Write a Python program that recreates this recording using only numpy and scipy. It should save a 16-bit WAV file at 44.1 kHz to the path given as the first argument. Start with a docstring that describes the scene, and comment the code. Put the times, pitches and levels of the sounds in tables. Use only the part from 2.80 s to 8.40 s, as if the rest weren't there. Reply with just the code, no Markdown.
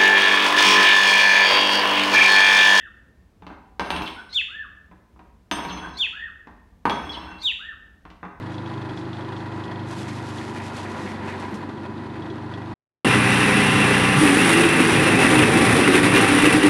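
"""Cockatiel and spoon

A cockatiel in a live room picks up a steel spoon and drops it on the floorboards three times.
Each time the boards knock (bursts of shaped noise, deep sine modes) and the spoon rings (dying sines).
The spoon bounces and rocks to rest (tiny random taps), and the bird whistles a short phrase (gliding sines).
In between, beak and feet tap softly; the end of an earlier phrase opens the scene over a low room rumble."""
import sys
import numpy as np
from scipy import signal
from scipy.fft import rfft, irfft
from scipy.io import wavfile
from scipy.ndimage import map_coordinates

SR = 44100
rng = np.random.default_rng(int(sys.argv[2]) if len(sys.argv) > 2 else 0)


def store_pcm(level_fs):
    """Save levels as 16-bit WAV."""
    pcm = np.round(np.clip(level_fs, -1, 1) * 32767).astype(np.int16)
    wavfile.write(sys.argv[1], SR, np.atleast_2d(pcm).T)


N = 246959
LEAD_S = 0.4  # time computed before the scene begins, so that earlier sounds can ring into it
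TIME = np.arange(-round(LEAD_S * SR), N) / SR

# Levels in the tables are relative; the functions below balance the layers.
# Spectrum shape of the room's steady noise: pitch_hz, level_db
ROOM_TONE_SPECTRUM = [(21, -34), (35, 1.5), (63, 5), (143, -14), (185, -8), (360, -17), (798, -25.5),
                      (1300, -30), (16000, -50.5)]
# How long the echo takes to fall by 60 dB at each pitch: pitch_hz, fall_time_s
ROOM_FALL_TIMES = [(100, 0.79), (1000, 0.68), (1800, 0.75), (3200, 0.56), (6000, 0.57), (14000, 0.52)]
# First reflections from the walls: delay_s, level_db
WALL_REFLECTIONS = [(.0042, -25), (0.0107, -5.5), (0.021, -12)]
# Deep modes of the floor: pitch_hz, time_to_fall_60_db_s, level_db
FLOOR_MODES = [(68.3, 0.35, -13.5), (181.9, 0.25, -7.5), (314, 0.42, -17), (424, 0.1, -17.5)]
# Spectrum shape of a knock on the wood: pitch_hz, level_db
WOOD_SPECTRUM = [(41, -47.5), (70, 1.5), (118, -10.5), (168, 2.5), (297, 3.5), (536, -8), (630, -2.5),
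                 (1020, 5), (1360, -5), (1620, -4.5), (2280, -15.5), (2720, -17), (2980, -58), (3440, -19),
                 (5000, -72.5), (6500, -39), (11000, -120)]
# Spectrum shape of the hard click of steel on wood: pitch_hz, level_db
CLICK_SPECTRUM = [(1200, -23.5), (2200, 9), (3000, 11), (4200, 3), (5500, -6), (8000, -20), (12000, -27.5),
                  (16000, -31.5)]
# The spoon's modes: pitch_hz, time_to_fall_60_db_s
SPOON_MODES = [(2700, .25), (3338, .24), (4177, .35), (5354, .55), (6166, .7), (8465, .5), (8613, .45),
               (9695, .45), (11395, .3), (12115, .28), (12650, .33), (13770, .28)]
# Strength of each spoon mode, in the same order, for the three places where the spoon can be hit:
# spot_0_db, spot_1_db, spot_2_db
SPOT_LEVELS = [(1.5, -9, -16), (-11.5, -1, 7.5), (-15, -13.5, -20.5), (-20.5, -12.5, -12),
               (-20, -8.5, -18.5), (-16.5, -20.5, -30), (-21, -12.5, -36), (-15, -15.5, -28),
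               (-25, -21.5, -33), (-23.5, -24, -30), (-28.5, -25.5, -43), (-24, -21, -30.5)]
# The spoon falls and bounces on the boards: start_s, knock_db, click_db, ring_db, spot (0 to 2)
BOUNCES = [(0.9961, -16.5, -24.5, -44, 0), (1.061, -31, -39, -50, 1), (1.1045, -21, -21, -33.5, 0),
           (1.163, -33, -26.5, -50, 0), (1.221, -32.5, -29.5, -40.5, 0), (1.277, -37, -29.5, -49.5, 0),
           (2.7133, -19.5, -19.5, -31, 1), (2.79, -27, -42.5, -43.5, 1), (2.85, -26.5, -34, -48.5, 1),
           (2.974, -37.5, -38, -65, 1), (4.0543, -13.5, -29, -41, 0), (4.0971, -18, -24, -32.5, 2),
           (4.294, -40.5, -55.5, -41, 2), (4.374, -31.5, -61, -45, 2)]
# Light taps of beak and feet: start_s, knock_db, click_db
PECKS = [(0.622, -40.5, -56), (.667, -36, -42), (0.702, -34, -67.5), (2.114, -43.5, -65),
         (2.362, -51.5, -72), (2.393, -41, -58.5), (3.672, -37.5, -55), (5.2527, -38, -52.5),
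         (5.303, -44.5, -45.5), (5.43, -28.5, -58), (5.452, -34, -54)]
PECK_RING_DB = -39.5  # a tap barely rings the spoon: ring level relative to its knock
# All blows together: start_s, knock_db, click_db, ring_db, spot
BLOWS = BOUNCES + [(s, knock_db, click_db, knock_db + PECK_RING_DB, 1) for s, knock_db, click_db in PECKS]
# The spoon rocks to rest after each fall: start_s, length_s, level_db, fade_db_per_s
ROCKING = [(1.114, 0.21, -26, 76), (2.718, 0.47, -34.5, 12), (4.195, 0.42, -38.5, 9)]
# Overtones of the bird's voice: multiple (of the pitch), level_db
VOICE_OVERTONES = [(2, -25), (3, -37), (4, -45), (5, -45)]
# The phrase is a chip, a low note, a squeak that breaks into a loud chirp, and a low arch.
# Hoarse falling chips: start_s, length_s, top_pitch_hz, level_db
CHIPS = [(1.256, 0.02, 4690, -25), (2.885, 0.031, 4600, -28), (4.319, 0.037, 4680, -26.5)]
# Short low notes: start_s, length_s, top_pitch_hz, level_db
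LOW_NOTES = [(1.362, 0.075, 1510, -33.5), (3.02, 0.061, 1576, -30.5), (4.462, 0.069, 1558, -36)]
# Loud falling chirps, each with a squeak before it: start_s, length_s, top_pitch_hz, level_db, squeak_db
CHIRPS = [(-.25, 0.1, 3680, -21.5, -51), (1.538, 0.0842, 3644, -16, -30.5), (3.181, .093, 3602, -17, -32),
          (4.627, 0.1, 3780, -17, -33.5)]
# Low arching whistles: start_s, length_s, top_pitch_hz, level_db
LOW_ARCHES = [(-.105, .19, 1823, -35), (1.68, 0.18, 1776, -32), (3.321, .176, 1842, -30),
              (4.788, .148, 1826, -31.5)]

SQUEAK_S, SQUEAK_OVERLAP_S = 0.05, 0.003  # squeak length, and its overlap with the chirp
SQUEAK_RATIO = 1.17  # squeak's top pitch relative to the chirp's
FULL_BRIGHT_HZ = 4100  # below this pitch the overtones grow weaker


def amp(db):
    """Turns decibels into a plain multiplier."""
    return 10 ** (np.asarray(db) / 20)


def unit(x):
    """Scales a sound to an average strength (rms) of 1."""
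    return x / np.sqrt(np.mean(x ** 2) + 1e-20)


def read(points, hz):
    """Reads between a table's points, with pitch spaced as the ear hears it (logarithmically)."""
    table_hz, value = np.transpose(points)
    return np.interp(np.log(hz + 1), np.log(table_hz + 1), value)


def add(track, s, sound):
    """Mixes a sound into a track at time s, cutting it at the track's end."""
    part = track[round((s + LEAD_S) * SR):][:len(sound)]
    part += sound[:len(part)]


def ring(x, response):
    """Lets every sample of a track set off the given response (convolution)."""
    return signal.oaconvolve(x, response)[:len(x)]


def colour(points, size=4096):
    """Builds a short response with the given spectrum shape, energy 1 and nothing before the blow."""
    hz = abs(np.fft.fftfreq(size, 1 / SR))
    log_gain = np.log(amp(np.maximum(read(points, hz), -90)))
    minimum_phase = np.exp(np.conj(signal.hilbert(log_gain)))  # packs the energy at the start
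    response = np.fft.ifft(minimum_phase).real[:size // 2]
    return response / np.linalg.norm(response)


def mode(hz, t60):
    """One way an object can vibrate: a sine that falls by 60 dB in t60 seconds."""
    t = np.arange(SR) / SR
    return np.sin(2 * np.pi * hz * t) * np.exp(-np.log(1000) * t / t60)


def sway(size, hz):
    """Smooth random motion of about unit strength: a curve through hz random points per second."""
    t = np.arange(size) / SR
    knots = rng.standard_normal(int(t[-1] * hz) + 3)
    return map_coordinates(knots, [t * hz], order=2, mode="nearest")


def room_tone(level_db=-53.5):
    """Low steady rumble of the house under a faint hiss: noise shaped by a spectrum."""
    hz = np.fft.rfftfreq(N, 1 / SR)
    shaped = rfft(rng.standard_normal(N)) * amp(read(ROOM_TONE_SPECTRUM, hz))
    return amp(level_db) * unit(irfft(shaped, N))


def room(x, tail_db, walls_db, build_s=0.018):
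    """Direct sound, a few wall reflections and a dense noise tail that dies at its own rate in each band."""
    hz, t, bands = signal.stft(rng.standard_normal(SR), SR, nperseg=256)
    decay = np.exp(-np.log(1000) * t / read(ROOM_FALL_TIMES, hz)[:, None])
    tail = signal.istft(bands * decay, SR, nperseg=256)[1]
    tail_t = np.arange(len(tail)) / SR
    tail *= 1 - np.exp(-(tail_t / build_s) ** 2)  # the tail builds up gradually
    response = amp(tail_db) * tail / np.linalg.norm(tail)
    response[0] = 1  # direct sound
    for delay, db in WALL_REFLECTIONS:
        response[round(delay * SR)] += amp(db + walls_db)
    return ring(x, response)


def boom(taps, blow_db=-19, tap_db=-23, give=0.43):
    """Blows set off the floor's deep modes; give narrows the gap between light and hard blows."""
    pushes = amp(tap_db) * taps
    for s, knock_db, *_ in BLOWS:
        add(pushes, s, amp([give * knock_db + blow_db]))
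    floor_response = sum(amp(db) * mode(hz, t60) for hz, t60, db in FLOOR_MODES)
    return ring(pushes, floor_response)


def contact(t60, push):
    """One sharp push followed by a dying scatter of waves in the boards, made of noise."""
    t = np.arange(SR // 3) / SR
    waves = rng.standard_normal(len(t)) * np.exp(-np.log(1000) * t / t60)
    waves[0] = push
    return waves


def knocks(taps, wood_t60=0.1, wood_push=12, click_t60=0.04, click_push=8, tap_wood_db=-1, tap_click_db=-16,
           soft_hz=4500, blunting=0.1):
    """Each blow knocks the wood and clicks; light blows push the wood less sharply, rolling clicks are dulled."""
    dull_filter = signal.butter(2, soft_hz, fs=SR, output="sos")
    wood = amp(tap_wood_db) * taps
    steel = amp(tap_click_db) * signal.sosfilt(dull_filter, taps)
    hardest_db = max(row[1] for row in BLOWS)
    for s, knock_db, click_db, _, _ in BLOWS:
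        sharpness = amp(blunting * (knock_db - hardest_db))
        add(wood, s, amp(knock_db) * contact(wood_t60, sharpness * wood_push))
        add(steel, s, amp(click_db) * contact(click_t60, click_push))
    return ring(wood, colour(WOOD_SPECTRUM)) + ring(steel, colour(CLICK_SPECTRUM))


def rocking(per_s=600, spread_db=5.5, attack_s=0.025, release_s=0.11):
    """The bowl rolls over the grain: a dense run of tiny contacts at random moments and strengths."""
    level = np.zeros(len(TIME))
    for s, length, db, fade_db_per_s in ROCKING:
        t = np.arange(0, length, 1 / SR)
        gate = np.minimum(t / attack_s, 1) * np.minimum((length - t) / release_s, 1)
        add(level, s, gate * amp(db - fade_db_per_s * t))
    sizes = rng.standard_normal(len(TIME))
    contacts = rng.random(len(TIME)) < per_s / SR
    strengths = np.sign(sizes) * amp(spread_db * np.minimum(abs(sizes), 2))
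    return level * unit(contacts * strengths)


def spoon(taps, swing=0.7, swing_hz=24, level_db=-2, tap_db=-27, chatter=0.34, chatter_hz=130):
    """Blows ring the steel and rocking keeps it faintly alive; its modes swell and fade as it turns."""
    out = np.zeros(len(TIME))
    for (hz, t60), spot_db in zip(SPOON_MODES, SPOT_LEVELS):
        softness = SPOON_MODES[0][0] / hz  # rolling contacts reach the high modes less
        partial = ring(amp(tap_db + min(spot_db)) * softness * taps, mode(hz, t60))
        for s, _, _, ring_db, spot in BLOWS:
            add(partial, s, amp(ring_db + spot_db[round(spot)]) * mode(hz, t60))
        partial *= 1 + chatter * sway(len(TIME), chatter_hz)  # touching the boards roughens the ring
        out += partial * np.exp(swing * np.tanh(sway(len(TIME), swing_hz)))
    return amp(level_db) * out


def progress(length):
    """Runs from 0 to 1 over a note of the given length in s."""
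    return np.linspace(0, 1, round(length * SR))


def arch(u, top_at, first, last, rise_power, fall_power):
    """Pitch as a share of its top: climbs from first, rounds over at top_at and falls to last."""
    before = np.maximum(1 - u / top_at, 0)
    after = np.maximum((u - top_at) / (1 - top_at), 0)
    return 1 - (1 - first) * before ** rise_power - (1 - last) * after ** fall_power


def swell(u, attack, release, first_db, last_db):
    """Rise and fall of a note in dB; attack and release are shares of its length."""
    rise = first_db * np.maximum(1 - u / attack, 0)
    fall = last_db * np.maximum(1 - (1 - u) / release, 0)
    return rise + fall


def note(hz, db, hoarse=False, jitter=0.012, hoarse_jitter=0.042, jitter_hz=650, half_db=-16, dulling_db=30,
         rasp=0.38, rasp_hz=2800):
    """One gliding whistle with overtones; a hoarse one also trembles more and repeats every second cycle."""
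    tremble = (hoarse_jitter if hoarse else jitter) * sway(len(hz), jitter_hz)
    pitch = hz * (1 + tremble)
    phase = 2 * np.pi * np.cumsum(pitch) / SR
    octaves_below = np.minimum(np.log2(pitch / FULL_BRIGHT_HZ), 0)
    brightness = amp(dulling_db * octaves_below)  # overtones fade as the pitch falls
    brightness *= 0.5 if hoarse else 1
    overtones = sum(amp(k_db) * np.sin(round(k) * phase) for k, k_db in VOICE_OVERTONES)
    tone = np.sin(phase) + brightness * overtones
    if hoarse:
        # tones at half and one and a half times the pitch
        tone += amp(half_db) * (np.sin(phase / 2) + 0.5 * np.sin(phase + phase / 2))
        # a fast flutter spreads the tone into a band
        tone *= (1 + rasp * sway(len(hz), rasp_hz)) / np.hypot(1, rasp)
    return amp(db) * tone * signal.windows.tukey(len(hz), 0.1)


def sinking_tone(first_hz=980, last_hz=770, db=-51, settle_s=0.04, fade_db=-9):
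    """A faint tone that sinks, settles and fades while the spoon is first lifted."""
    start, length = 0.68, 0.29  # s
    u = progress(length)
    track = np.zeros(len(TIME))
    pitch = last_hz + (first_hz - last_hz) * np.exp(-u * length / settle_s)
    add(track, start, note(pitch, db + fade_db * u))
    return track


def chip(length, top_hz, db, drop=0.44):
    """A quick hoarse slide down, loudest about three quarters of the way through."""
    u = progress(length)
    level = db + swell(u, attack=0.96, release=0.25, first_db=-14, last_db=-10.5)
    return note(top_hz * (1 - drop * u), level, hoarse=True)


def low_note(length, top_hz, db):
    """A short soft hoot whose pitch makes a shallow arch."""
    u = progress(length)
    pitch = top_hz * arch(u, top_at=0.55, first=0.89, last=0.9, rise_power=1.8, fall_power=2.1)
    level = db + swell(u, attack=0.5, release=0.47, first_db=-8, last_db=-22.5)
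    return note(pitch, level, jitter=0.039)


def low_arch(length, top_hz, db, waver_db=2.0, waver_hz=70):
    """A soft, slightly unsteady whistle that climbs, lingers and drops away."""
    u = progress(length)
    pitch = top_hz * arch(u, top_at=0.55, first=0.63, last=0.55, rise_power=2.0, fall_power=3.2)
    level = db + swell(u, attack=0.589, release=0.25, first_db=-11.5, last_db=-13)
    level += waver_db * sway(len(u), waver_hz)
    return note(pitch, level, jitter=0.02, jitter_hz=406.4)


def squeak(top_hz, db, burst_at=0.75, burst_rise=0.046, lead_db=-10, creep_db=-11):
    """A thin hoarse lead-in that creeps up and bursts out louder just before the chirp."""
    u = progress(SQUEAK_S)
    pitch = top_hz * arch(u, top_at=0.88, first=0.92, last=0.96, rise_power=0.8, fall_power=1.5)
    before_burst = np.clip((burst_at - u) / burst_rise, 0, 1)
    level = db + creep_db * (1 - u) + lead_db * before_burst
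    return note(pitch, level, hoarse=True)


def chirp(length, top_hz, db, top_at=0.22, break_at=0.78, sag=0.29, plunge=0.29, break_db=-12, break_share=0.31,
          break_waver_db=4, burr_db=-31, burr_jitter=0.022):
    """A loud whistle that rounds over, sags, breaks up and plunges; a burr at thirds of its pitch starts it."""
    u = progress(length)
    plunged = np.maximum(u - break_at, 0) / (1 - break_at)
    sagged = np.sin(np.pi / 2 * (np.minimum(u, break_at) - top_at) / (break_at - top_at)) ** 2
    pitch = top_hz * (1 - sag * sagged - plunge * plunged)
    broken = np.minimum(plunged / break_share, 1)
    level = db + swell(u, attack=0.31, release=0.56, first_db=-22, last_db=-7.5)
    level += broken * (break_db + break_waver_db * sway(len(u), hz=502))
    burr_pitch = pitch * (1 + burr_jitter * sway(len(u), hz=905))
    third = 2 * np.pi * np.cumsum(burr_pitch) / (3 * SR)  # phase at a third of the pitch
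    burr = sum(np.sin(k * third) * min(1, 5 / k) ** 2 for k in (2, 4, 5, 6, 7, 9, 10))
    burr_level = db + burr_db + swell(u, attack=0.05, release=0.9, first_db=-9, last_db=-57.5)
    return note(pitch, level) + burr * amp(burr_level)


def bird():
    """Two tracks: loud chirps, which beam from the open beak, and softer notes, which spread into the room."""
    loud, soft = np.zeros((2, len(TIME)))
    for s, length, top_hz, db, squeak_db in CHIRPS:
        squeak_start = s + SQUEAK_OVERLAP_S - SQUEAK_S
        add(loud, squeak_start, squeak(SQUEAK_RATIO * top_hz, squeak_db))
        add(loud, s, chirp(length, top_hz, db))
    for voice, rows in ((chip, CHIPS), (low_note, LOW_NOTES), (low_arch, LOW_ARCHES)):
        for s, *row in rows:
            add(soft, s, voice(*row))
    return loud, soft


def scene():
    """Spoon, floor and bird share the room, each with its own balance of direct sound and echo."""
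    taps = rocking()
    loud, soft = bird()
    soft = soft + sinking_tone()
    floor = amp(-2.5) * room(knocks(taps), tail_db=-2.5, walls_db=-1.0) + boom(taps)
    steel = room(spoon(taps), tail_db=-6, walls_db=-12)
    song = room(loud, tail_db=-7, walls_db=-6.0)
    song += amp(-4.0) * room(soft, tail_db=-3.0, walls_db=3.5)
    events = (floor + steel + song)[-N:]  # drops the lead time
    return (events + room_tone())[None]


def record(dry, low_cut_hz=42, top_hz=15900):
    """The microphone's low cut and the recorder's upper band limit."""
    low_cut = signal.butter(3, low_cut_hz, "highpass", fs=SR, output="sos")
    cut = signal.sosfilt(low_cut, dry)
    band_limit = signal.firwin(511, top_hz, window=("kaiser", 9), fs=SR)
    return signal.oaconvolve(cut, band_limit[None], "same")


dry = scene()
out = record(dry)
store_pcm(out)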